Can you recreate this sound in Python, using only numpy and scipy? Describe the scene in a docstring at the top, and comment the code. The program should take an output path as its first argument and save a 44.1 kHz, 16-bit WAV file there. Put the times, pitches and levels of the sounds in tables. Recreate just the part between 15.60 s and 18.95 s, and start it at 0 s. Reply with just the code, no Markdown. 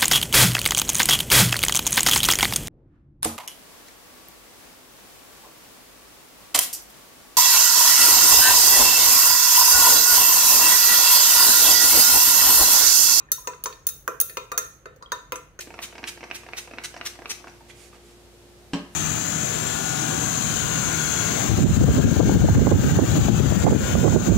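"""A hard-walled room, close to a stereo microphone: a small pump bottle is worked about four times a second.
In each stroke the plunger ticks, the pump clacks, and the nozzle lets out a short hiss of mist.
Mist is coloured noise; clacks and ticks are short plastic rings with a noisy rattle.
After light taps and a soft rustle the bottle is set down with a knock that rings the table's modes.
An appliance hum of wavering sines and a faint noise bed run throughout."""
import sys
import numpy as np
from scipy import signal
from scipy.fft import rfft, irfft, next_fast_len
from scipy.io import wavfile
from scipy.ndimage import uniform_filter1d

SR = 44100
rng = np.random.default_rng(int(sys.argv[2]) if len(sys.argv) > 2 else 0)


def digitize_waveform(pressure):
    """Quantize a signal to 16-bit integers and store it at the path in sys.argv[1].

    Rows of a 2-D input are taken as channels; values are limited to [-1, 1].
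    """
    field = np.atleast_2d(pressure).T
    bounded = np.clip(field, -1, 1)
    quanta = np.round(bounded * 32767).astype(np.int16)
    wavfile.write(sys.argv[1], SR, quanta)


N = 147735

# puffs of mist: start_s, attack_s, length_s (attack included), level_db, tilt_db_per_octave,
# left_minus_right_db, left_late_ms, nozzle_ring_db (relative to the puff)
PUFFS = [(-.03, .018, 0.054, -39, 4, 0.5, -.06, -15), (0.214, 0.0098, 0.031, -32.5, 3, -0.3, -0.071, -8),
         (0.46, 0.027, .032, -33, 2.5, -0.5, 0.029, -9.5), (0.736, 0.021, 0.026, -35.5, 3, -1, 0.071, -4),
         (.962, 0.015, 0.032, -33.5, 3.1, -1, 0.056, -4.5),
         (1.233, .011, 0.022, -32.5, 2.4, -1, -0.021, -8), (1.446, .014, 0.025, -31, 3, 1.5, -0.059, -5),
         (1.688, .019, 0.03, -31.5, 2.9, 2.5, -0.1, -1)]
# colour of the jet's hiss: pitch_hz, level_db
MIST_COLOUR = [(200, -32), (700, -2.5), (1300, 3.5), (2200, 8), (3100, 5.5), (4000, 4), (5100, -0.5),
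               (6700, -1), (9800, -3.5), (11400, -10.5), (12200, -10), (14000, -14), (16000, -17.5)]
# ring of the nozzle: pitch_hz, level_db
NOZZLE_COLOUR = [(3500, -19), (5200, -13), (5650, 0), (6100, -4), (6600, -12), (9000, -43)]
# duller rush while pressure builds: pitch_hz, level_db
RUSH_COLOUR = [(200, -28), (600, -4), (1400, 7.5), (2600, -36.5), (4000, -2.5), (12000, -5)]
# pump clacks as the plunger is pressed: start_s, level_db, tilt_db_per_octave, left_minus_right_db, left_late_ms
CLACKS = [(0.1906, -31.5, 0, -2.5, -0.076), (.4407, -28.5, 3, -4, -0.012), (0.7126, -27, 0.5, -3, .06),
          (0.9345, -30, -0.5, -2.5, 0.074), (1.185, -30, 0.5, -2, 0.045), (1.4126, -30, 0.5, -0.5, -0.07),
          (1.6577, -31.5, 0, -1.4, -0.092)]
# ring of the pump head: pitch_hz, level_db
CLACK_COLOUR = [(100, -31.5), (300, -2), (520, -8), (680, 0), (820, -5), (1500, -1), (1850, -5), (2500, 5),
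                (2850, -2), (3250, -12), (4300, -11.5), (5000, -18), (5700, -14), (6700, -32.5),
                (15000, -46)]
# plunger ticks as the spring returns and the finger takes up the slack: start_s, level_db, tilt_db_per_octave
TICKS = [(.073, -39, -1.5), (.105, -39, -0.5), (.141, -37.5, 1.5), (.181, -42.5, 0.5), (0.3265, -42, 1.5),
         (0.354, -39, 1.5), (.381, -36.5, 3), (.391, -40.5, -1), (0.4309, -35.5, 0), (0.5754, -40.5, 2),
         (0.608, -39, 1), (0.6303, -35.5, 1), (.639, -35, 3), (.702, -39.5, 3), (.834, -43.5, 1.5),
         (0.865, -41, 1.5), (.888, -38, 1.5), (.926, -46, 2.5), (1.0753, -41, 2), (1.112, -38, 1),
         (1.1363, -36, .5), (1.175, -43, -2), (1.3421, -38, 1.5), (1.365, -35, 2.5), (1.375, -41.5, 9),
         (1.404, -42.5, -2), (1.556, -47, 1.5), (1.59, -37.5, 0.5), (1.620, -39.5, -0.5), (1.649, -44, 0),
         (1.805, -48, -0.5), (1.843, -38.5, 0), (1.872, -38.5, 0.5), (1.881, -43, 4.5),
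         (1.897, -47.5, 11.5)]
# ring of the bottle under a tick: pitch_hz, level_db
TICK_COLOUR = [(100, -18.5), (320, 7), (420, 3), (560, 3), (680, 5.5), (820, 2), (1100, -3), (1600, -1),
               (1950, -4.5), (2650, -3), (3400, -19.5), (4600, -17.5), (5700, -13.5), (6800, -23),
               (15000, -45)]
# small handling taps: start_s, level_db, pitch_hz
TAPS = [(2.007, -48, 880), (2.099, -47, 2350), (2.105, -47.5, 2350), (2.107, -49, 3350), (2.33, -50, 1230)]
# soft rustles: start_s, length_s, level_db, left_minus_right_db, tilt_db_per_octave
RUSTLES = [(2.08, 0.046, -54, -12.5, 2), (2.139, 0.17, -54, -7, 4.5), (2.314, 0.073, -56, -4, -1),
           (2.412, 0.15, -60, -2, 4), (3.316, 0.1, -56, 8, 8)]
# colour of the rustle: pitch_hz, level_db
RUSTLE_COLOUR = [(400, 8), (2300, 15), (4000, 7), (7000, 5.5), (10000, 1), (15000, -19)]
# contacts of the bottle set down on the table: start_s, crack_db, thump_db (both relative)
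KNOCKS = [(3.134, 1, 0), (3.1395, -8, -11.5), (3.1447, -14, -1)]
# modes of table and bottle: pitch_hz, level_db, t60_s
TABLE_MODES = [(176.2, -33.5, 0.37), (188, -32.5, 0.21), (279.8, -23.5, 0.19), (301, -33, 0.095),
               (436.6, -33.5, 0.35), (547, -42, 0.24), (593, -37, 0.34), (705, -51, .2), (978, -37.5, 0.4),
               (1092, -40.5, 0.35), (1580, -52.5, 0.37), (2680, -50, 0.13), (3100, -34, 0.049),
               (5394, -48, 0.1), (7780, -46, 0.071)]
# colour of the landing crack: pitch_hz, level_db
CRACK_COLOUR = [(25, -39), (60, -4), (200, 6.5), (500, 5), (800, 4.5), (1400, -5.5), (2600, -1.5),
                (3200, -1.5), (3750, -10), (5300, -7), (6400, -15), (7900, -15), (9200, -23), (15000, -41)]
# delay of the table-top echo, before the hand's sway: left_s, right_s
ECHO_S = [.0044, .0042]
# reverberation: pitch_hz, t60_s, level_db
ROOM = [(150, 0.58, 2), (493, 0.3, 1), (1470, 0.54, 2.5), (3700, .38, 1), (8200, 0.3, 3.5), (15800, .25, 2)]
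# stereo width of room tone and reverberation: pitch_hz, side_minus_mid_db
WIDTH = [(60, -8), (300, -5.5), (800, -6), (2000, 0), (15000, 1)]
# appliance hum lines: pitch_hz, level_db
HUM = [(58.4, -58), (93.5, -66), (118.3, -69), (236, -68.5), (351.5, -56.5), (411, -68.5), (474, -67)]
# colour of the room tone: pitch_hz, level_db
AIR_COLOUR = [(25, -29), (48, -14), (100, 1), (200, -3), (310, -5.5), (480, -4.5), (750, -8), (1000, -13.5),
              (2000, -17), (4000, -18.5), (8000, -22), (12000, -26), (15500, -32.5)]

PUFF_RELEASE_S, SPUTTER_DB = 0.0062, 2.85
RUSH_DB, RUSH_S = -20.5, 0.016
JET_SPREAD_DB = -7  # share of the jet that reaches the two microphones unrelated
HIT_S = 0.005  # time over which a hit's level is taken
CLACK_RATTLE_DB, CLACK_RATTLE_S = -5, 0.0022
TICK_RATTLE_DB, TICK_RATTLE_S = 1.5, 0.0042
TICK_VARY_DB, TICK_PAN_DB = 2.2, -1  # each tick favours other resonances
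CONTACT_S = 0.00012  # time for which the plastic parts press together
TAP_SKIRT_DB, TAP_PAN_DB = -12.5, -2
CRACK_DB, CRACK_RATTLE_DB, CRACK_RATTLE_S = -26, 7, 0.0043
TABLE_RISE_S, KNOCK_PAN_DB = 0.0006, 0
MIST_ROOM_DB, PUMP_ROOM_DB, KNOCK_ROOM_DB, TABLE_ROOM_DB = -7, -5, 0, -24
NOZZLE_ROOM_DB = -3  # the nozzle's ring is beamed, so less of it reaches the walls
ROOM_BUILD_S, ECHO_DB = 0.0013, -9
HUM_WAVER_DB, HUM_WAVER_HZ = 1.1, 350  # level waver of a line at that pitch; lower lines are steadier
AIR_DB = -54.5
TOP_HZ = 15600


def undb(db):
    """Decibels to gain."""
    return 10 ** (np.asarray(db) / 20)


def curve(points, hz, axis=1):
    """Read a table column on a log-frequency axis."""
    p = np.array(points, float)
    return np.interp(np.log(np.maximum(hz, 1)), np.log(p[:, 0]), p[:, axis])


def ring(points, tilt=0, size=4096):
    """Causal (minimum-phase) response of unit energy with the given colour."""
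    hz = np.fft.rfftfreq(size, 1 / SR)
    colour_db = curve(points, hz) + tilt * np.log2(np.maximum(hz, SR / size))
    cepstrum = irfft(colour_db * np.log(10) / 20)
    # folding the cepstrum forward in time puts the energy at the onset
    cepstrum[1:size // 2] *= 2
    cepstrum[size // 2 + 1:] = 0
    response = irfft(np.exp(rfft(cepstrum)))
    return response / np.linalg.norm(response)


def through(x, response):
    """Pass a sound through a response."""
    return signal.fftconvolve(x, response)[:len(x)]


def walk(rate):
    """Smooth random motion, drawing about rate new values a second."""
    k = int(SR / rate)
    steps = np.repeat(rng.standard_normal(N // k + 1), k)
    return uniform_filter1d(steps, k)[:N]


def place(x, pan_db, late_ms=0):
    """Set a source between the two microphones by level and by delay of the left."""
    size = next_fast_len(N + 256, True)
    khz = np.fft.rfftfreq(size, 1000 / SR)
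    left = irfft(rfft(x, size) * np.exp(-2j * np.pi * khz * late_ms), size)[:N]
    return np.array([left * undb(pan_db / 2), x * undb(-pan_db / 2)])


def hit(at, db, body, rattle_db, rattle_s):
    """A sharp contact and a brief noisy rattle, both sounding through a body."""
    t = np.arange(len(body)) / SR
    env = np.exp(-t / rattle_s) * (1 - np.exp(-10 * t / rattle_s))
    rattle = through(rng.standard_normal(len(t)) * env, body)
    y = body + undb(rattle_db) * rattle / np.linalg.norm(rattle)
    y *= undb(db) * np.sqrt(HIT_S * SR) / np.linalg.norm(y)
    return np.concatenate([np.zeros(int(at * SR)), y, np.zeros(N)])[:N]


def mist(t):
    """A dull rush leads; the jet swells as pressure builds, rings the nozzle and dies at the end of the stroke."""
    hiss = whistle = 0
    flow = rng.standard_normal((5, N)) * undb(SPUTTER_DB * walk(400))
    spread = undb(JET_SPREAD_DB)
    for at, attack, length, db, tilt, pan_db, late, nozzle_db in PUFFS:
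        swell = np.sin(np.pi / 2 * np.clip((t - at) / attack, 0, 1)) ** 2
        env = swell * np.exp(-np.maximum(t - at - length, 0) / PUFF_RELEASE_S)
        colour = ring(MIST_COLOUR, tilt)
        sides = undb(db + np.array([[pan_db], [-pan_db]]) / 2)
        jet = through(flow[0] * env, colour)
        rush = through(flow[1] * np.exp(-((t - at) / RUSH_S) ** 2), ring(RUSH_COLOUR))
        core = place(jet + undb(RUSH_DB) * rush, 0, late)
        cloud = spread * np.array([through(part * env, colour) for part in flow[2:4]])
        hiss = hiss + sides * (core + cloud) / np.hypot(1, spread)
        nozzle = undb(nozzle_db) * through(flow[4] * env, ring(NOZZLE_COLOUR))
        whistle = whistle + sides * place(nozzle, 0, late)
    return hiss, whistle


def pump():
    """Plastic clacks of the pump head and lighter ticks of the plunger, rounded by the time of contact."""
    clacks = ticks = 0
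    for at, db, tilt, pan_db, late in CLACKS:
        clack = hit(at, db, ring(CLACK_COLOUR, tilt), CLACK_RATTLE_DB, CLACK_RATTLE_S)
        clacks = clacks + place(clack, pan_db, late)
    changes = TICK_VARY_DB * rng.standard_normal((len(TICKS), len(TICK_COLOUR)))
    for (at, db, tilt), vary in zip(TICKS, changes):
        colour = [(hz, level + change) for (hz, level), change in zip(TICK_COLOUR, vary)]
        ticks = ticks + hit(at, db, ring(colour, tilt), TICK_RATTLE_DB, TICK_RATTLE_S)
    push = np.sin(np.pi * np.minimum(np.arange(1, SR // 100) / SR / CONTACT_S, 1)) ** 2
    both = clacks + place(ticks, TICK_PAN_DB)
    return np.array([through(channel, push / push.sum()) for channel in both])


def taps():
    """Light touches, each with one short resonance and a sloping skirt around it."""
    total = 0
    for at, db, hz in TAPS:
        skirt = [(hz / 4, 2 * TAP_SKIRT_DB), (hz / 1.25, TAP_SKIRT_DB), (hz, 0),
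                 (hz * 1.25, TAP_SKIRT_DB), (hz * 8, 4 * TAP_SKIRT_DB)]
        total = total + hit(at, db, ring(skirt), TICK_RATTLE_DB, TICK_RATTLE_S)
    return place(total, TAP_PAN_DB)


def rustle(t):
    """Soft brushing swells of coloured noise as the arm moves."""
    total = 0
    for at, length, db, pan_db, tilt in RUSTLES:
        swell = np.sin(np.pi * np.clip((t - at) / length, 0, 1))
        brush = through(rng.standard_normal(N), ring(RUSTLE_COLOUR, tilt))
        total = total + place(undb(db) * swell * brush, pan_db)
    return total


def knock(t):
    """The base of the bottle lands in quick contacts; each cracks and sets the table top ringing."""
    crack = table = 0
    for at, crack_db, thump_db in KNOCKS:
        age = np.maximum(t - at, 0)
        modes = 0
        for hz, db, t60 in TABLE_MODES:
            decay = np.exp(-np.log(1000) * age / t60)
            modes = modes + undb(db) * np.sin(2 * np.pi * hz * age) * decay
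        table = table + undb(thump_db) * modes * (1 - np.exp(-age / TABLE_RISE_S))
        crack = crack + hit(at, CRACK_DB + crack_db, ring(CRACK_COLOUR), CRACK_RATTLE_DB, CRACK_RATTLE_S)
    crack = place(crack, KNOCK_PAN_DB, late_ms=-0.023)
    table = place(table, KNOCK_PAN_DB, late_ms=-0.023)
    return crack + table + room(crack, KNOCK_ROOM_DB) + room(table, TABLE_ROOM_DB)


def room(x, db, count=12):
    """Diffuse tail of the walls: noise bands, more alike on both sides in the bass, wide and shorter on top."""
    t = np.arange(SR // 2) / SR
    hz = np.fft.rfftfreq(len(t), 1 / SR)
    edges = np.geomspace(100, SR / 2, count + 1)
    mid, side = rfft(rng.standard_normal((2, len(t))))
    width = undb(curve(WIDTH, hz))
    noise = np.array([mid + width * side, mid - width * side]) / np.sqrt(1 + width ** 2)
    tail = 0
    for lo, hi in zip(edges, edges[1:]):
        centre = np.sqrt(lo * hi)
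        decay = np.exp(-np.log(1000) * t / curve(ROOM, centre))
        env = decay * (1 - np.exp(-(t / ROOM_BUILD_S) ** 2))
        band = irfft(noise * ((hz >= lo) & (hz < hi)), len(t))
        tail = tail + band * env / np.linalg.norm(env) * undb(curve(ROOM, centre, axis=2))
    return undb(db) * np.array([through(channel, response) for channel, response in zip(x, tail)])


def background(t):
    """Slightly wavering hum over even room tone, narrow in the bass and wide in the treble."""
    hum = 0
    for hz, db in HUM:
        waver = np.sqrt(hz / HUM_WAVER_HZ)
        level = np.sqrt(2) * undb(db + waver * HUM_WAVER_DB * walk(7.6))
        hum = hum + level * np.sin(2 * np.pi * hz * t + 0.78 * waver * walk(6))
    hz = np.fft.rfftfreq(N, 1 / SR)
    gain = undb(curve(AIR_COLOUR, hz))
    gain *= undb(AIR_DB) / np.sqrt(np.mean(gain ** 2))
    mid, side = rfft(rng.standard_normal((2, N))) * gain
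    side = side * undb(curve(WIDTH, hz))
    return hum + irfft(np.array([mid + side, mid - side]), N)


def scene():
    """Bottle, its echo off the table top, the room and the hum."""
    t = np.arange(N) / SR
    hiss, whistle = mist(t)
    handling = pump() + taps() + rustle(t)
    near = hiss + whistle + handling
    sway = 1 + 0.043 * np.sin(2 * np.pi * 0.616 * t)  # the hand moves to and fro
    bounced = [np.interp(t - delay * sway, t, channel, left=0) for channel, delay in zip(near, ECHO_S)]
    echo = undb(ECHO_DB) * np.array(bounced)
    mist_walls = room(hiss + undb(NOZZLE_ROOM_DB) * whistle, MIST_ROOM_DB)
    walls = mist_walls + room(handling, PUMP_ROOM_DB)
    return near + echo + walls + knock(t) + background(t)


def record(dry):
    """A steep low-pass; nothing sounds above TOP_HZ."""
    low_pass = signal.ellip(10, 0.2, 70, TOP_HZ, fs=SR, output="sos")
    return signal.sosfilt(low_pass, dry)


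dry = scene()
out = record(dry)
digitize_waveform(out)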